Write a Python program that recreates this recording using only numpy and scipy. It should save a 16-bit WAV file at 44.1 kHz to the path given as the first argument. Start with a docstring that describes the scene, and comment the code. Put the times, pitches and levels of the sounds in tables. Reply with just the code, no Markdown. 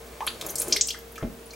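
"""A kitchen sink, the stereo microphone close to the basin; room air and appliance hum lie behind it.
After two faint scuffs, water dribbles from a tilted coffee maker: from 0.2 s drops tick on the basin
and trapped air bubbles chirp upward. The trickle thickens, then thins after 0.8 s. The plastic housing
bumps as it is handled, hardest near 1.2 s, and a few faint drips follow. Basin and kitchen throw
the water's sound back; the bumps echo in the kitchen only."""
import sys
import numpy as np
from scipy import signal
from scipy.fft import rfft, irfft
from scipy.io import wavfile
from scipy.ndimage import uniform_filter1d

SR = 44100
rng = np.random.default_rng(int(sys.argv[2]) if len(sys.argv) > 2 else 0)


def wav_out(sig):
    """Save sig, one row per channel (or a flat mono array), as 16-bit PCM at SR to the path in sys.argv[1]."""
    wavfile.write(sys.argv[1], SR, np.round(np.clip(np.atleast_2d(sig).T, -1, 1) * 32767).astype(np.int16))


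N = 68355


def amp(db):
    """Decibels to gain."""
    return 10 ** (np.asarray(db) / 20)


def unit(x):
    """Scales to rms 1."""
    return x / np.sqrt(np.mean(x ** 2) + 1e-20)


def read(points, hz):
    """Reads a table on a log-frequency axis."""
    f, value = np.transpose(points)
    return np.interp(np.log(hz + 1), np.log(f + 1), value)


def colour(x, points):
    """Gives a signal the spectrum of a table, at rms 1."""
    return unit(irfft(rfft(x) * amp(read(points, np.fft.rfftfreq(N, 1 / SR))), N))


def pair(a, b, alike):
    """Left and right channels of given likeness from two unrelated signals."""
    alike = np.clip(alike, 0, 1)
    mid, side = np.sqrt((1 + alike) / 2) * a, np.sqrt((1 - alike) / 2) * b
    return np.array([mid + side, mid - side])


def convolve(x, response):
    """Plays a mono sound through a stereo response."""
    return signal.fftconvolve(x[None], response, axes=1)[:, :N]


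def play(table, source):
    """Sounds each row of an event table at the time in its first column."""
    mix = np.zeros(N)
    for start_s, *row in table:
        sound = source(*row)
        part = mix[round(start_s * SR):][:len(sound)]
        part += sound[:len(part)]
    return mix


# Spectrum of the kitchen's air (frequency [Hz], relative level [dB])
AIR_SPECTRUM = [(15, -45), (30, -22), (65, -16), (130, -9), (250, -10), (390, -7), (460, -4.5),
                (530, -12.5), (650, -10), (850, -13.5), (2000, -19.5), (4600, -24), (16000, -28.5)]
# The air across the microphone's two channels (frequency [Hz], likeness [0-1])
AIR_LIKENESS = [(50, .99), (300, 0.84), (1000, 0.22), (4000, 0.34), (12000, 1)]


def room_air(level_db=-47):
    """Room tone: a soft, low rush all around the microphone."""
    likeness = read(AIR_LIKENESS, np.fft.rfftfreq(N, 1 / SR))
    noise = irfft(pair(*rfft(rng.standard_normal((2, N))), likeness), N)
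    return amp(level_db) * colour(noise, AIR_SPECTRUM)


# Tones of the appliances in the background (frequency [Hz], level [dB])
HUM_TONES = [(59.2, -53.5), (120, -72), (240, -61), (382, -70.5), (461, -52), (638, -62.5), (15734, -66.5)]


def appliance_hum(waver_depth=0.22, waver_hz=6):
    """Appliances hum in the centre of the image, each tone wavering slightly in level."""
    hz, t = np.fft.rfftfreq(N, 1 / SR), np.arange(N) / SR
    hum = np.zeros(N)
    for tone_hz, db in HUM_TONES:
        waver = unit(irfft(rfft(rng.standard_normal(N)) * np.exp(-hz / waver_hz), N))
        tone = np.sqrt(2) * np.sin(2 * np.pi * (tone_hz * t + rng.random()))
        hum += amp(db) * (1 + waver_depth * waver) * tone
    return hum


def echoes(t60, likeness, delay_s):
    """Dense, evenly coloured reflections that die band by band."""
    hz, t, noise = signal.stft(rng.standard_normal((2, SR // 2)), SR, nperseg=128)
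    tail = signal.istft(noise * amp(-60 * t / read(t60, hz)[:, None]), SR, nperseg=128)[1]
    for _ in range(3):  # even out the colour
        spectrum = rfft(tail, SR)
        spectrum /= np.sqrt(uniform_filter1d(abs(spectrum) ** 2, size=400, axis=1))
        tail = irfft(spectrum, SR)[:, :SR // 2]
    tail = irfft(pair(*spectrum, read(likeness, np.fft.rfftfreq(SR, 1 / SR))), SR)[:, :SR // 2]
    return np.pad(tail, ((0, 0), (round(delay_s * SR), 0)))


# Reverberation of the kitchen (frequency [Hz], time to fall 60 dB [s])
KITCHEN_DECAY = [(200, 0.33), (1000, 0.23), (5500, 0.3), (9000, 0.33), (14000, 0.057)]
# That reverberation across the two channels (frequency [Hz], likeness [0-1])
KITCHEN_LIKENESS = [(200, 0.87), (1500, 0.45), (5000, 0.39), (12000, 0.99)]


def kitchen_echoes():
    """The walls, farther from the microphone, answer with a short, wide tail."""
    return echoes(KITCHEN_DECAY, KITCHEN_LIKENESS, delay_s=0.0071)


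# Reverberation inside the basin (frequency [Hz], time to fall 60 dB [s])
BASIN_DECAY = [(800, 0.03), (3000, 0.041), (7000, 0.044), (14000, 0.014)]
# That reverberation across the two channels (frequency [Hz], likeness [0-1])
BASIN_LIKENESS = [(800, 0.92), (2000, 0.9), (5000, 0.94), (9000, 0.87), (14000, 1)]
# Strength of the basin's reflections (frequency [Hz], gain [dB])
BASIN_COLOUR = [(900, -5), (2500, 2.5), (16000, 3)]


def basin_echoes():
    """The basin's sides, close by, throw back a bright, narrow reflection almost at once."""
    tail = echoes(BASIN_DECAY, BASIN_LIKENESS, delay_s=0.0008)
    gain = amp(read(BASIN_COLOUR, np.fft.rfftfreq(SR, 1 / SR)))
    return irfft(rfft(tail, SR) * gain, SR)[:, :SR // 2]


# Dull thuds of handling (time [s], level [dB])
HANDLING_THUDS = [(0.425, -45), (0.710, -47), (1.226, -27.5)]


def thud(db, hz=46.8, rise_s=0.012, decay_s=0.045):
    """A few heavily damped swings of the whole machine."""
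    t = np.arange(SR // 3) / SR
    envelope = np.exp(-t / decay_s) * (1 - np.exp(-t / rise_s))
    return -amp(db) * envelope * np.sin(2 * np.pi * hz * t)


# Modes of the plastic housing (frequency [Hz], relative level [dB], time to fall 60 dB [s])
HOUSING_MODES = [(244.4, -3.5, 0.32), (350, 4.5, 0.04), (425.6, -3, 0.12), (553, 1, 0.052),
                 (632.6, -1.5, 0.086), (786, -16, 0.13), (1140, -14.5, 0.07)]
# Bumps on it (time [s], push pitch [Hz], push level [dB], push decay [s], ring level [dB])
HOUSING_BUMPS = [ (0.4480, 313, -42, 0.019, -50), (0.6000, 219, -47, 0.021, -54),
                 (0.6820, 372, -23, 0.0086, -36), (0.7200, 310, -35, 0.018, -39.5),
                 (0.7630, 405, -32.5, 0.014, -48), (1.2265, 133, -17.5, 0.0063, -26),
                 (1.2410, 232.2, -19.5, 0.013, -34.5)]


def bump(push_hz, push_db, push_s, ring_db, rise_s=0.0014):
    """A soft push on the plastic housing, which then rings in its modes."""
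    t = np.arange(SR // 3) / SR
    push = np.sin(2 * np.pi * push_hz * t) * np.exp(-t / push_s)
    ring = sum(amp(db - 60 * t / t60) * np.sin(2 * np.pi * hz * t) for hz, db, t60 in HOUSING_MODES)
    return -(amp(push_db) * push + amp(ring_db) * ring) * (1 - np.exp(-t / rise_s))


def tick(hz, octaves, db, puff_weight, puff_s):
    """A small contact: a sharp click and a dying puff of noise, in one band."""
    t, f = np.arange(4096) / SR, np.fft.rfftfreq(4096, 1 / SR)
    band = np.exp(-.5 * (np.log2((f + 1) / hz) / octaves) ** 2)
    click = np.roll(irfft(band), 12)  # a short lead-in to the peak
    puff = unit(irfft(band * rfft(rng.standard_normal(len(t))))) * np.exp(-t / puff_s)
    return amp(db) * (click / click.max() + puff_weight * puff / 2)[:len(t) // 2]


# Scuffs (time [s], centre [Hz], width [octaves], level [dB], rasp weight [-], rasp decay [s])
HOUSING_SCUFFS = [ (0.0600, 1570, 3.7, -46.5, 0.82, 0.024), (0.1300, 1700, 0.81, -36.5, 0.48, 0.0032),
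                  (1.1610, 2600, 0.24, -38, 0.33, 0.012), (1.1790, 1510, 0.16, -34, 1.2, 0.0053),
                  (1.2060, 1340, 0.56, -40.5, 0.9, 0.064), (1.2285, 1190, .85, -27, 0.24, 0.0036)]


def scuffs():
    """The housing scuffs as it is handled: faint clicks, each with a brief rasp."""
    return play(HOUSING_SCUFFS, tick)


# Course of the thin trickle (time [s], relative splatter level [dB], relative spray level [dB])
TRICKLE_LEVELS = [(0, -48, -56.5), (.19, -45.5, -53), (.38, -43.5, -50), (.45, -35, -44), (.54, -41, -51),
                  (.64, -39, -46), (0.748, -38.5, -40), (.81, -73, -72), (.93, -72, -49), (1.02, -65, -72),
                  (1.55, -65, -75)]
# Its dull splatter (frequency [Hz], relative level [dB])
SPLATTER_SPECTRUM = [(60, -12), (150, 1), (260, -3.5), (600, -0.5), (1100, -7.5), (2200, -16), (5000, -35)]
# Its fine spray (frequency [Hz], relative level [dB])
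SPRAY_SPECTRUM = [(1000, -1), (3000, -3), (6500, -1.5), (11000, -4), (16000, -14)]


def trickle(splatter_per_s=1400, spray_per_s=1000, spread_db=4.0):
    """Countless tiny impacts in the basin: a dull splatter and a sparser, fine spray."""
    times, splatter_db, spray_db = np.transpose(TRICKLE_LEVELS)
    layers = (splatter_db, SPLATTER_SPECTRUM, splatter_per_s), (spray_db, SPRAY_SPECTRUM, spray_per_s)
    water = np.zeros(N)
    for db, spectrum, per_s in layers:
        sizes = amp(spread_db * np.minimum(rng.exponential(1, N), 4))
        signs = rng.choice([-1, 1], N)
        impacts = sizes * signs * (rng.random(N) < per_s / SR)
        water += amp(np.interp(np.arange(N) / SR, times, db)) * colour(impacts, spectrum)
    return water / 2


# Drops (time [s], centre [Hz], width [octaves], level [dB], spray weight [-], spray decay [s])
BASIN_DROPS = [ (0.2058, 1690, 0.82, -26.5, .4, 0.0045), (0.2666, 4200, 1.2, -23, 0.77, .003),
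               (0.2668, 10470, 0.2, -15.5, 0.33, 0.0015), (0.2740, 6450, 0.27, -28, .5, 0.0031),
               (0.4120, 2960, 1.31, -18, 0.65, 0.0018), (0.4480, 6060, 1.6, -32, 0.38, 0.0029),
               (0.4645, 11200, 0.65, -15.5, 0.92, 0.00067), (0.4865, 8300, 1.7, -21.5, .3, 0.008),
               (0.5025, 11300, 0.4, -21, 0.41, 0.0079), (0.5562, 7400, 0.58, -13, 0.55, 0.0017),
               (0.5730, 8450, 0.78, -24.5, .4, 0.0034), (0.5830, 8100, 0.48, -17, 0.56, 0.0058),
               (0.5996, 9200, 0.21, -7.5, .13, 0.002), (0.6090, 2660, 3.6, -22.5, 0.42, 0.014),
               (0.6180, 10100, 0.69, -9.5, 0.46, 0.001), (0.6820, 9700, 0.57, -15.5, 0.21, 0.0037),
               (0.7038, 10500, .45, -32, .3, .003), (0.7222, 10300, 0.71, -21, 0.086, 0.0022),
               (0.7255, 3500, 0.49, -20, 0.28, 0.012), (0.7262, 7370, 0.26, -17, 0.18, 0.0026),
               (0.7428, 9500, 1.3, -46, .2, .002), (0.7630, 10000, .35, -17.5, 1, 0.00085),
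               (0.8722, 9600, 0.52, -18.5, .15, 0.0013), (0.8850, 7700, 0.99, -17, .3, 0.0011),
               (0.9052, 9000, 0.74, -17.5, 0.094, 0.0015), (0.9882, 13500, .2, -31, 0.27, 0.0015),
               (1.1212, 12000, 0.19, -32, .3, .0015), (1.1570, 5900, 3.3, -26.5, 0.47, 0.0016),
               (1.1805, 5960, .35, -33, .4, 0.0022), (1.5072, 5370, 0.31, -34, 0.25, .002),
               (1.5342, 6900, 1.1, -31, .4, 0.0022)]


def drops():
    """Drops land close to the microphone, each with a tick and a puff of spray."""
    return play(BASIN_DROPS, tick)


# Bubbles (time [s], start pitch [Hz], glide target [Hz], glide [s], swell [s], decay [s], level [dB])
AIR_BUBBLES = [ (0.2055, 828, 1188, 0.024, 0.00158, .011, -21.5),
               (0.2724, 1180, 4220, 0.0064, 0.0034, 0.0035, -19.5),
               (0.2726, 1020, 1800, 0.0037, 0.00052, 0.0022, -21.5),
               (0.4935, 5650, 6900, 0.0048, 0.0017, 0.0025, -28.5),
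               (0.7222, 1850, 6350, 0.0049, .0033, .0014, -7.5),
               (0.7622, 2015, 2280, 0.0047, 0.00093, 0.0013, -18.5),
               (0.7652, 1800, 5330, 0.0031, 0.0015, 0.0021, -17),
               (0.8094, 2000, 7550, 0.003, 0.0021, 0.00089, -5.5),
               (0.8718, 7400, 9120, 0.0019, 0.00058, .0008, -20.5),
               (0.8835, 2590, 6000, 0.0049, 0.0034, 0.0022, -21),
               (0.8840, 2690, 2814, 0.0028, 0.0012, 0.0058, -32),
               (0.9050, 2960, 3440, 0.0026, 0.00045, .0018, -21.5),
               (0.9068, 3400, 5750, 0.004, 0.0013, 0.0015, -24),
               (0.9415, 1760, 2040, 0.0051, 0.0024, 0.0036, -33),
               (0.9460, 1210, 1600, 0.008, 0.00097, 0.013, -40.5),
               (1.1780, 1410, 1325, 0.0067, 0.0038, .006, -33),
               (1.4590, 9970, 10800, 0.0049, 0.00083, .003, -42),
               (1.5068, 4490, 4190, 0.0017, 0.00032, .003, -41.5),
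               (1.5340, 2170, 2420, 0.0059, 0.0019, 0.0055, -44)]


def bubble(from_hz, to_hz, glide_s, swell_s, decay_s, db):
    """A pocket of trapped air swells and rings out, gliding fast, then drifting past its target pitch."""
    t = np.arange(SR // 8) / SR
    fast_glide = np.tanh((t / glide_s * 1.31) ** 1.79)
    slow_drift = 0.09 * np.minimum(t / glide_s, 4)
    hz = from_hz + (to_hz - from_hz) * (fast_glide + slow_drift)
    rise = np.minimum(t / swell_s, 1)
    swell = (rise + 2 * rise ** 8) / 3
    decay = np.exp(-np.maximum(t - swell_s, 0) / decay_s)
    return amp(db) * swell * decay * np.sin(2 * np.pi * np.cumsum(hz) / SR)


def scene(near_echo_db=-3.5, housing_echo_db=-5, lean_left_db=0.7):
    """At the sink: water and scuffs close and slightly left, bumps in the centre, the kitchen around."""
    basin, kitchen = basin_echoes(), kitchen_echoes()
    background = room_air() + appliance_hum()
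    housing = play(HOUSING_BUMPS, bump) + play(HANDLING_THUDS, thud)
    housing = housing + amp(housing_echo_db) * convolve(housing, kitchen)
    near = scuffs() + trickle() + drops() + play(AIR_BUBBLES, bubble)
    near = near + convolve(near, basin) + amp(near_echo_db) * convolve(near, kitchen)
    balance = amp([[lean_left_db / 2], [-lean_left_db / 2]])
    return background + housing + balance * near


def record(dry):
    """The microphone's signal, cut off steeply above 16 kHz."""
    lowpass = signal.firwin(511, 16050, window=("kaiser", 9), fs=SR)
    return signal.oaconvolve(dry, lowpass[None], "same")


dry = scene()
out = record(dry)
wav_out(out)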